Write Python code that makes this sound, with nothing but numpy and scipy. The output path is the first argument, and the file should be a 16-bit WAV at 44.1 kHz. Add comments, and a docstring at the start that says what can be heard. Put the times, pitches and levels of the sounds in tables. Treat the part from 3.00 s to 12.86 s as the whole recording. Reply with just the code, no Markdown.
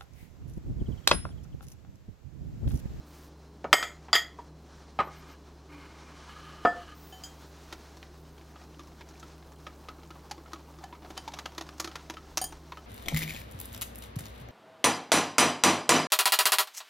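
"""Kitchen counter, two glass bowls: a spatula scoops from one, which clinks against its neighbour, slides and is
set down; then a wire whisk stirs batter in the other and taps its wall. A refrigerator hums throughout.
Glass and steel are dying sines plus noise bursts; stirring, drag and air are coloured noise; whistles are glides.
All sources sit at one spot, with a short room tail, level control and nearly mono channels."""
import sys
import numpy as np
from scipy import signal
from scipy.fft import rfft, irfft, next_fast_len
from scipy.io import wavfile
from scipy.ndimage import map_coordinates

SR = 44100
rng = np.random.default_rng(int(sys.argv[2]) if len(sys.argv) > 2 else 0)


def store_wav(level_fs):
    """Save 16-bit WAV to argv[1]."""
    pcm = np.round(np.clip(np.atleast_2d(level_fs), -1, 1) * 32767)
    wavfile.write(sys.argv[1], SR, pcm.T.astype(np.int16))


N = 434826

# Levels of colours, modes and notes are relative. 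Mode t60 holds before the ring share and 4.3 ms more.
# refrigerator hum lines: f/Hz, level/dB rms, waver/dB
HUM_LINES = [(70.8, -54, -0.5), (156.4, -60.5, 2.5), (294, -67.5, -4.5)]
# narrow steady noise: f/Hz, half width at half gain/Hz, level/dB
WHINE = (4113, 25, -79)
# kitchen air noise: f/Hz, density/dB
AIR_COLOUR = [(20, -25.5), (40, -5), (60, -23.5), (100, -12), (160, -11), (240, -8.5), (390, -7.5),
              (500, -15), (800, -18.5), (1150, -21.5), (2400, -62.5), (4200, -40.5), (9000, -66.5),
              (16000, -53)]
AIR_DB = -56

# spatula, bowl foot and wires moving: start/s, end/s, swish level/dB, fizz level/dB
STROKES = [(0.06, 0.284, -63, -61.5), (2.06, 2.351, -59, -77), (2.71, 3.94, -58, -94),
           (3.955, 4.42, -57.5, -63.5), (4.403, 5.06, -59.5, -66), (5.06, 8.125, -72.5, -69.5),
           (8.06, 9.095, -62, -70), (9.105, 9.9, -67, -69)]
# f/Hz, density/dB
SWISH_COLOUR = [(290, -37.5), (500, -1.5), (918, 1.5), (1540, -2), (1870, -6), (2330, -8), (2690, -8.5),
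                (5910, -8.5), (11000, -26.5), (14300, -59.5), (22000, -120)]
# f/Hz, density/dB
FIZZ_COLOUR = [(5000, -8), (9000, -11.5), (16000, -9.5)]
# batter folding around the wires: t/s, level/dB
SLOSH_LEVELS = [(4.3, -80), (5.7, -69.5), (7.24, -60), (7.8, -62.5), (8.1, -60), (8.9, -61.5), (9.2, -73),
                (9.86, -67)]
# f/Hz, density/dB
BATTER_COLOUR = [(250, -34), (500, 1), (900, 5), (1600, -10.5), (3000, -40), (8000, -23.5)]
REST_SWISH_DB, REST_FIZZ_DB = -62.5, -75  # foam left alone
EDGE_S = .045  # fade in and out of a stroke

# thin paired whistles: start/s, length/s, top f/Hz, arc depth/share, upper level/dB, lower level/dB
WHISTLES = [(.217, 0.053, 14300, .03, -85, -65), (2.02, 0.073, 13600, .055, -72, -72),
            (2.148, 0.073, 14500, .08, -72, -67), (2.28, .058, 14550, .05, -67, -70),
            (3.945, 0.25, 15800, .15, -65, -65)]
WHISTLE_RATIO, WHISTLE_TOP_AT = .92, .43  # lower over upper pitch; arc top, share of length

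# glass on glass: t/s, level/dB, hardness/dB per octave, small rim level/dB, large rim level/dB, ring time/share
CLINKS = [(0.7289, -1, 5, -13, -25.5, 0.83), (0.735, -2.5, -5, -14, -13, .26),
          (.827, -18.5, 4, -18, -12, .81), (1.13, -10.5, -0.5, -17, -8.5, 0.57),
          (1.146, -17.5, 5.5, -13.5, -5, 0.16), (1.153, -16, -5, -0.5, -13, 0.52),
          (1.162, -20.5, 6.5, -25, -5, .57), (1.169, -25, 10.5, -37, -3, 0.54)]
# bowl on counter or spatula: t/s, level/dB, hardness/dB per octave, hollow f/Hz, hollow level/dB,
# wall level/dB, ring time/share
DULL_KNOCKS = [(.643, -18.5, -8, 1245, -11, -17, 0.11), (1.084, -36.5, -3.5, 810, -7, -16.5, 1),
               (1.388, -29, -11.5, 950, -4, -21, 0.66), (1.989, -14.5, -4, 914, -15, -30, 0.39),
               (1.996, -17, -11.5, 1222, -1, -24, 0.21), (2.002, -14, -4.5, 1264, -7.5, -17.5, 0.37),
               (2.073, -34, -8.5, 1120, -8, -22, 0.55), (3.6505, -9.5, -6.5, 880, -17.5, -1.5, 0.92),
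               (3.6555, -5.5, -14, 1270, -6.5, -17, 0.31), (3.672, -13.5, -13, 785, -10, -3, 0.76)]
CLINK_T60_S, CLINK_HOLLOW_HZ, CLINK_HOLLOW_DB, CLINK_WALL_DB = 0.05, 1290, -6.5, -15  # t60 of the crack
KNOCK_T60_S, KNOCK_RIM_DB = 0.078, -40  # t60 of the crack; the rims barely answer
# glass contact: f/Hz, level/dB
CRACK_COLOUR = [(150, -25), (400, 1.5), (1000, 10), (2500, 2.5), (6000, -17), (16000, -46)]
# bowl wall under a broad contact: f/Hz, level/dB, t60/s
WALL_MODES = [(305, -9, .11), (391, -15, .11), (502, -10, .09), (709, 0, .2), (1765, -11, .22)]
# smaller bowl rim: f/Hz, level/dB, t60/s
SMALL_RIM = [(1880, -6, .3), (2116, -12, .3), (2353, -14, .3), (3090, -4, .2), (3175, -1, .22),
             (3305, -4, .3), (4940, -8, .25), (6380, -18, .3), (6680, -15, .33), (7840, -14, .3),
             (8414, -25, .3), (9491, -27, .3), (10660, -24, .2), (11950, -23, .25), (12700, -26, .3),
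             (14740, -28, .3)]
# larger bowl rim: f/Hz, level/dB, t60/s
LARGE_RIM = [(1744, -9, .3), (1949, -6, .26), (2033, -2, .16), (3230, -8, .24), (3365, -3, .19),
             (4753, -13, .25), (4846, -4, .22), (6880, -16, .36), (6977, -17, .34), (7203, -19, .3),
             (9184, -19, .22), (11840, -26, .3), (14720, -30, .25)]
# crowds of rim modes too dense to part: f/Hz, width/Hz, level/dB
CLATTER_PEAKS = [(1170, 300, 20), (2000, 180, -6), (3340, 200, -1), (4940, 300, 16), (6600, 500, -29.5),
                 (7610, 70, -38), (8800, 130, -24.5), (11700, 740, -17)]
BLUR_RAD = .36  # phase wander of ringing glass at 3 kHz per 32 samples

# bowl foot dragged over the counter: start/s, end/s, early colour level at start/dB, late colour level at end/dB
SLIDES = [(2.106, 2.363, -55.5, -60), (2.7, 3.265, -54.5, -63), (3.278, 3.948, -61, -52)]
# f/Hz, width/Hz, level/dB
EARLY_DRAG_PEAKS = [(910, 43, 4), (1120, 38, 5), (1510, 83, -1), (2150, 55, 3.5), (2400, 23, 4),
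                    (2980, 49, -9), (4340, 51, -10)]
# f/Hz, width/Hz, level/dB
LATE_DRAG_PEAKS = [(1228, 46, 9), (1670, 20, 4), (2990, 200, -6), (4170, 95, -14), (4470, 100, -23)]
EARLY_FADE_DB, LATE_FADE_DB = 8.5, 0.5  # over the length of a drag
# counter shaken: start/s, end/s, level/dB
BUMPS = [(3.64, 3.87, -61), (9.25, 9.6, -57)]
# f/Hz, density/dB
BUMP_COLOUR = [(15, -41.5), (30, 10), (50, 2), (90, -35.5), (200, -120)]

# blows above the batter: t/s, level/dB, hardness/dB per octave, ring time/share, handle level/dB
RIM_BLOWS = [(4.125, -38.5, -11.5, 1.8, -30), (4.237, -42.5, -1, .6, 13), (7.838, -39.5, -21, 0.72, -30),
             (8.175, -28.5, -4.5, 0.52, -21), (8.459, -39, -8, 0.53, -16), (8.875, -40, -8, .6, -20),
             (9.415, -24, 4.5, 0.66, -20.5), (9.441, -31.5, 8, 0.43, 1), (9.781, -41, -16, 0.5, -30)]
# batter bowl rim: f/Hz, level/dB, t60/s
BATTER_RIM = [(752, -3.5, .19), (1735, -10.5, .15), (3070, -5.5, .19), (4735, -9, .16), (6751, -4, .17),
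              (9141, -9, .22), (10600, -17, .1), (11960, -15, .08), (13950, -19, .1), (14670, -20, .1)]
# steel tube of the whisk: f/Hz, level/dB, t60/s
HANDLE_MODES = [(3200, -10.5, 0.29), (4915, -2, 0.091), (6200, -13.5, 0.18), (6790, -8, .22),
                (7100, -13, .15), (7800, -17, 0.22), (8660, -23, .15), (11000, -22, .2), (13090, -20, .2),
                (15200, -18, 0.09)]
# whisk on wall: t/s, level/dB, treble/dB, cavity f/Hz, cavity level/dB before trim, thud level/dB before trim
TAPS = [(4.725, -25, -15.5, 1336, -15, -15.5), (4.969, -39, -8, 980, -12, -11),
        (5.027, -34, -23.5, 1360, -20, -30), (5.379, -42, -18, 805, -22, -21),
        (5.557, -37.5, -34, 1206, -9, -19), (5.793, -35.5, -16, 1200, -7, -12),
        (6.008, -33.5, -25.5, 906, -10.5, -29), (6.088, -39, -7.5, 930, -26, -20),
        (6.196, -38.5, -2.5, 760, -21, -24), (6.228, -33.5, -18.5, 1330, -6.5, -15),
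        (6.666, -28.5, -24, 1234, -6.5, -17), (6.885, -28, -21.5, 1243, -6.5, -27.5),
        (7.104, -36, -20, 1300, -4.5, -8), (7.311, -23, -11.5, 852, -7, -23),
        (7.378, -45, -17, 1057, -2, 4), (7.458, -45, -29, 1330, -1, -16), (7.516, -44, -20, 1030, -5, -14),
        (7.532, -26.5, -15, 1260, -7, -11), (7.557, -44, -21, 1145, 1, -18),
        (7.838, -35, -11.5, 798, 1.5, -18), (7.926, -34, -38, 977, -3.5, -13),
        (8.046, -38.5, -31.5, 723, -0.5, -8), (8.103, -31.5, -16, 750, -8, -9),
        (8.167, -35, -15.5, 703, -13, -12), (8.176, -22.5, -14.5, 900, -20, -31),
        (8.277, -25, -16, 908, -3.5, -39), (8.318, -40, -15, 820, -5, -28),
        (8.336, -26.5, -15.5, 780, -12.5, -34), (8.366, -40, -18, 1190, -3, -31),
        (8.387, -23.5, -14, 1197, -13, -26), (8.456, -21.5, -18, 1282, -11.5, -20.5),
        (8.548, -42.5, -11, 1010, -11, -13), (8.579, -22, -16.5, 980, -16, -13),
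        (8.609, -24.5, -16, 694, -14, -11.5), (8.665, -40.5, -13.5, 1030, -11, -19),
        (8.688, -33, -17, 1210, -10, -24), (8.779, -41, -4, 685, -17, -30),
        (8.798, -17, -4.5, 1200, -15, -24), (8.844, -20.5, -13, 1356, -21, -13),
        (8.873, -30, -17.5, 1250, -7.5, -6), (8.914, -34.5, -20, 830, -17, -23),
        (8.955, -21, -17.5, 1390, -17, -30), (9.098, -21.5, -14.5, 966, -15.5, -14),
        (9.138, -33, -16, 765, -19, -18), (9.169, -29, -19, 1300, -8, -19),
        (9.336, -56, -13, 814, -16, -19), (9.372, -8.5, -6, 1260, -25, -28.5),
        (9.417, -27, -5, 796, -25, -41), (9.441, -26.5, 1, 780, -19, -38),
        (9.523, -33, -15, 908, -6.5, -12), (9.72, -27.5, -25.5, 1083, -6, -19),
        (9.771, -34, -23, 1300, -5, -19)]
# tap noise: f/Hz, level/dB, share of the tap's treble added
TAP_COLOUR = [(300, -6.5, 0), (600, 6, 0), (1100, 5, 0), (3500, 1.5, 0),
              (6500, 14.5, 1), (8500, -1.5, 1), (11500, 3.0, 1), (16000, -11, 1)]
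TAP_RISE_S, TAP_T60_S = 0.001, 0.051
LANDING_DB = 3.5  # scatter of the wire contacts
WIRE_HZ, WIRE_DB, WIRE_T60_S = 2920, -13, .028  # WIRE_HZ holds at -20 dB treble
WIRE_CLIMB = 0.078  # octaves per dB of treble
THUD_HZ = 330.3  # bowl bouncing on the cloth
CAVITY_TRIM_DB, THUD_TRIM_DB = 1.0, 0.5
FAINT_FROM_S, FAINT_TO_S, FAINT_DB = 5.2, 9.4, -43  # weak taps between the strong ones; loudest level

# room decay: f/Hz, t60/s
ROOM_T60 = [(200, 0.44), (2000, 0.28), (12000, 0.19)]
# channel mismatch: f/Hz, side relative to mid/dB
MISMATCH = [(100, -43.5), (1000, -64.5), (4000, -48.5), (15000, -37.5)]
# noise the channels do not share: f/Hz, density/dB
HISS_COLOUR = [(18, -69), (30, -28.5), (179, 1.5), (319, -6), (364, 4.5), (760, -0.5), (2540, -1),
               (14000, -2.5), (16000, -14.5)]
HISS_DB = -78
CEILING, TOP_HZ = .8, 16100  # peak limit; band limit


def amp(db):
    """Gain of a level in dB."""
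    return 10 ** (np.asarray(db) / 20)


def unit(x):
    """x at rms 1."""
    return x / np.sqrt(np.mean(x ** 2) + 1e-20)


def along(points, hz):
    """(Hz, value) points interpolated on a log axis."""
    f, v = np.transpose(points)
    return np.interp(np.log(hz + 1), np.log(f + 1), v)


def curve(points, outside=None):
    """(s, value) points interpolated at every sample."""
    s, v = np.transpose(points)
    return np.interp(np.arange(N) / SR, s, v, outside, outside)


def wobble(rate_hz):
    """Smooth random curve, rate_hz knots a second."""
    knots = rng.standard_normal(int(N * rate_hz / SR) + 4)
    return map_coordinates(knots, [np.arange(N) * rate_hz / SR])


def stroke(start_s, end_s):
    """Gain that fades in, holds and fades out."""
    t = np.arange(N) / SR
    return np.clip(np.minimum(t - start_s, end_s - t) / EDGE_S + .5, 0, 1)


def filtered(x, response):
    """x times a response of frequency."""
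    m = next_fast_len(len(x) + 4096)
    return irfft(rfft(x, m) * response(np.fft.rfftfreq(m, 1 / SR)), m)[:len(x)]


def coloured(points):
    """Gain over frequency from (Hz, dB) points."""
    return lambda hz: amp(along(points, hz))


def resonances(peaks):
    """Gain of a sum of (Hz, width Hz, dB) resonance peaks."""
    return lambda f: sum(amp(db) * w * f / np.abs(c * c - f * f + 1j * f * w) for c, w, db in peaks)


def noise(gain, size=N):
    """Noise of rms 1 with a colour."""
    return unit(filtered(rng.standard_normal(size), gain))


def ring(modes, t, share=1, hard_db=0, scatter_db=0, rough=0):
    """Dying sines at random strengths; hardness tilts modes above 3 kHz, rough blurs the phase."""
    hz, db, t60 = np.array(modes).T[:, :, None]
    level_db = db + hard_db * np.maximum(np.log2(hz / 3000), 0)
    level_db = level_db + scatter_db * rng.standard_normal(hz.shape)
    steps = rng.standard_normal((len(hz), len(t) // 32 + 1)).repeat(32, axis=1)[:, :len(t)]
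    drift = np.cumsum(steps, axis=1) / 32
    fade = amp(level_db - 60 * t / (np.abs(t60 * share) + 0.0043))
    phase = 2 * np.pi * hz * t + rough * np.sqrt(hz / 3000) * drift
    return np.sum(fade * np.sin(phase), axis=0)


def add(track, s, x):
    """Mix x into track from time s."""
    track[round(s * SR):][:len(x)] += x


def kitchen():
    """Hum lines wavering in level and phase, and a faint narrow whine, over steady air noise."""
    t, hum = np.arange(N) / SR, np.zeros(N)
    for hz, db, waver_db in HUM_LINES:
        level = np.sqrt(2) * amp(db + waver_db * wobble(9.1))
        hum += level * np.sin(2 * np.pi * hz * t + 0.2 * waver_db * wobble(6.6))
    whine_hz, half_width_hz, whine_db = WHINE
    whine = amp(whine_db) * noise(lambda hz: 1 / (1 + ((hz - whine_hz) / half_width_hz) ** 2))
    return hum + whine + amp(AIR_DB) * noise(coloured(AIR_COLOUR))


def stirring():
    """Spatula and wires swish; foam bubbles fizz as noise of fast uneven level; batter sloshes in lumps."""
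    swish_gain = np.hypot(amp(REST_SWISH_DB), sum(amp(db) * stroke(a, b) for a, b, db, _ in STROKES))
    fizz_gain = np.hypot(amp(REST_FIZZ_DB), sum(amp(db) * stroke(a, b) for a, b, _, db in STROKES))
    swish = swish_gain * amp(1.6 * wobble(30) + 1.2 * wobble(6)) * noise(coloured(SWISH_COLOUR))
    spikes = rng.standard_normal(N) * amp(2.8 * wobble(880))
    fizz = fizz_gain * amp(1.1 * wobble(16.0)) * unit(filtered(spikes, coloured(FIZZ_COLOUR)))
    lumps = unit(amp(4.5 * wobble(45)) * noise(coloured(BATTER_COLOUR)))
    return swish + fizz + amp(curve(SLOSH_LEVELS, outside=-120)) * lumps


def whistles():
    """Faint high tones glide along arcs, two at a time, with a fluttering level."""
    track, flutter_db = np.zeros(N + SR), 3 * wobble(40)
    for start_s, length_s, top_hz, depth, upper_db, lower_db in WHISTLES:
        u = np.linspace(0, 1, round(length_s * SR))
        hz = top_hz * (1 - depth * (2 * (u - WHISTLE_TOP_AT)) ** 2)
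        phase = 2 * np.pi * np.cumsum(hz) / SR
        pair = amp(upper_db) * np.sin(phase) + amp(lower_db) * np.sin(WHISTLE_RATIO * phase)
        add(track, start_s, np.abs(np.sin(np.pi * u)) ** 0.33 * pair)
    return amp(flutter_db) * track[:N]


def bowls():
    """Each contact is a noisy crack, a short hollow note and the ring of wall and rims."""
    track, t = np.zeros(N + SR), np.arange(SR // 3) / SR
    clinks = [(s, db, hard_db, CLINK_T60_S, CLINK_HOLLOW_HZ, CLINK_HOLLOW_DB, CLINK_WALL_DB, *rims)
              for s, db, hard_db, *rims in CLINKS]
    knocks = [(s, db, hard_db, KNOCK_T60_S, *wall, KNOCK_RIM_DB, KNOCK_RIM_DB, share)
              for s, db, hard_db, *wall, share in DULL_KNOCKS]
    for s, db, hard_db, t60_s, hollow_hz, hollow_db, wall_db, small_db, large_db, share in clinks + knocks:
        colour = lambda hz: amp(along(CRACK_COLOUR, hz) + hard_db * np.log2(hz / 1000 + 0.022))
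        crack_fade = amp(-7.5 - 60 * t / t60_s) + amp(-9 - 60 * t / 0.0056)
        crack = crack_fade * noise(colour, size=len(t))
        clatter_fade = amp(-6.5 - 60 * t / (0.089 * abs(share) + 0.0083))
        clatter = clatter_fade * noise(resonances(CLATTER_PEAKS), size=len(t))
        rim = amp(max(small_db, large_db)) * clatter
        for rim_db, modes in [(small_db, SMALL_RIM), (large_db, LARGE_RIM)]:
            rim = rim + amp(rim_db) * ring(modes, t, share, scatter_db=5.0, rough=BLUR_RAD)
        wall = amp(wall_db) * ring(WALL_MODES, t, share, scatter_db=1.5)
        hollow = ring([(hollow_hz, hollow_db, .07)], t, rough=0.68)
        onset = 1 - np.exp(-t / (0.0003 * amp(-.4 * hard_db)))  # soft contacts build up slowly
        add(track, s, amp(db) * (crack + wall + hollow + rim) * onset)
    return filtered(track[:N], lambda hz: (1j * hz / (150 + 1j * hz)) ** 2)  # steep cut of the bass below 150 Hz


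def slide():
    """Dragging feeds noise into resonances that change on the way; low noise shakes the counter."""
    early = sum(amp(curve([(a, db), (b, db - EARLY_FADE_DB)])) * stroke(a, b) for a, b, db, _ in SLIDES)
    late = sum(amp(curve([(a, db + LATE_FADE_DB), (b, db)])) * stroke(a, b) for a, b, _, db in SLIDES)
    drag = early * noise(resonances(EARLY_DRAG_PEAKS)) + late * noise(resonances(LATE_DRAG_PEAKS))
    drag = amp(1.8 * wobble(60)) * drag
    shake = noise(coloured(BUMP_COLOUR)) * sum(amp(db) * stroke(a, b) for a, b, db in BUMPS)
    return drag + shake


def rim_blows(track):
    """Whisk blows above the batter ring the glass rim and the steel handle."""
    t = np.arange(SR // 4) / SR
    for s, db, hard_db, share, handle_db in RIM_BLOWS:
        colour = lambda hz: amp(along(CRACK_COLOUR, hz) + hard_db * np.log2(hz / 3000 + .05))
        click = amp(-37.0 - 60 * t / .03) * noise(colour, size=len(t))
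        glass = ring(BATTER_RIM, t, share, hard_db, scatter_db=5.0, rough=BLUR_RAD / 2)
        handle = amp(handle_db) * ring(HANDLE_MODES, t, rough=0.065)
        add(track, s, amp(db - 6.5) * (click + glass + handle))


def faint_taps(count):
    """Rows like TAPS at random times, growing slightly denser."""
    rows = []
    for when, size, bright, pitch, thud in rng.random((count, 5)):
        s = FAINT_FROM_S + (FAINT_TO_S - FAINT_FROM_S) * when ** 0.87
        rows.append((s, FAINT_DB - 8 * size, -32 + 24 * bright, 720 * 1.9 ** pitch, -6, -20 + 20 * thud))
    return rows


def wall_taps(track):
    """Wires land unevenly on the wall: a noise tick with cavity, wire and thud notes."""
    t = np.arange(SR // 7) / SR
    f_hz, base_db, treble_share = np.transpose(TAP_COLOUR)
    for s, db, treble_db, cavity_hz, cavity_db, thud_db in TAPS + faint_taps(count=60):
        colour = coloured(np.transpose([f_hz, base_db + treble_share * treble_db]))
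        landing = amp(LANDING_DB * np.repeat(rng.standard_normal(len(t) // 64 + 1), 64)[:len(t)])
        fade = amp(-10.5 - 60 * t / TAP_T60_S) + amp(-12.5 - 60 * t / 0.017)  # sharp first contact, then the rest
        tick = fade * landing * noise(colour, size=len(t))
        tick = tick * np.linalg.norm(fade) / np.linalg.norm(tick)  # energy free of the random draw
        wire_hz = WIRE_HZ * 2 ** max(WIRE_CLIMB * (treble_db + 20), -.45)
        cavity = ring([(cavity_hz, cavity_db + CAVITY_TRIM_DB, .06)], t, rough=0.7)
        wire_thud = [(wire_hz, WIRE_DB, WIRE_T60_S), (THUD_HZ, thud_db + THUD_TRIM_DB, .12)]
        notes = cavity + ring(wire_thud, t, rough=0.17)
        add(track, s, amp(db) * (tick + notes) * (1 - np.exp(-t / TAP_RISE_S)) ** 2)


def whisk():
    """Rim blows and wall taps through a gentle bass cut."""
    track = np.zeros(N + SR)
    rim_blows(track)
    wall_taps(track)
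    return filtered(track[:N], lambda hz: 1j * hz / (120 + 1j * hz))


def prickle(count, level_db, spread_db):
    """Single wires flick the wall at random: damped blips of a few cycles."""
    track, t = np.zeros(N + SR), np.arange(400) / SR
    for when, pitch, size in rng.random((count, 3)):
        hz = 1200 * 7.5 ** pitch
        fade = amp(level_db - spread_db * np.log(size + 1e-3) - 60 * t * hz / 22)  # -60 dB in 22 cycles
        add(track, 4.4 + 5.4 * when ** .7, fade * np.sin(2 * np.pi * hz * t))
    return track[:N]


def room(x):
    """Noise tail in which each frequency dies at its own speed, as off the walls."""
    hz, t, z = signal.stft(rng.standard_normal(SR // 2), SR, nperseg=256)
    tail = signal.istft(z * amp(-60 * t / along(ROOM_T60, hz)[:, None]), SR, nperseg=256)[1]
    delayed = np.pad(x, (200, 0))
    return signal.fftconvolve(delayed, tail / np.linalg.norm(tail))[:N]


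def scene():
    """All sources at one spot."""
    glass = bowls()
    wire = whisk() + prickle(count=650, level_db=-59.5, spread_db=2.5)
    echo = room(amp(-12.5) * glass + amp(-15) * wire)
    mono = kitchen() + stirring() + whistles() + glass + slide() + wire + echo
    return np.array([mono, mono])


def compressed(x, knee_db, slope, attack_s, release_s):
    """Gain falls when the short-term power passes the knee and returns slowly."""
    def smooth(v, s):
        """One-pole average over s seconds."""
        keep = np.exp(-1 / (s * SR))
        return signal.lfilter([1 - keep], [1, -keep], v)

    over_db = np.maximum(10 * np.log10(smooth(x ** 2, attack_s) + 1e-12) - knee_db, 0)
    cut_db = np.maximum(smooth(over_db, attack_s), 3.7 * smooth(over_db, release_s))
    return x * amp(-slope * cut_db)


def record(dry):
    """Gain control, then channels that differ by hiss and a faint smeared copy; band limit last."""
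    mid = compressed(dry[0], knee_db=-20, slope=0.7, attack_s=0.0043, release_s=0.057)
    mid = mid / (1 + np.abs(mid / CEILING) ** 4) ** (1 / 4)  # rounds peaks that outrun the gain control
    smear = rng.standard_normal(512)
    copy = signal.fftconvolve(mid, smear / np.linalg.norm(smear), "same")
    side = filtered(copy, coloured(MISMATCH)) + amp(HISS_DB) * noise(coloured(HISS_COLOUR))
    return np.array([filtered(x, lambda hz: hz < TOP_HZ) for x in (mid + side, mid - side)])


dry = scene()
out = record(dry)
store_wav(out)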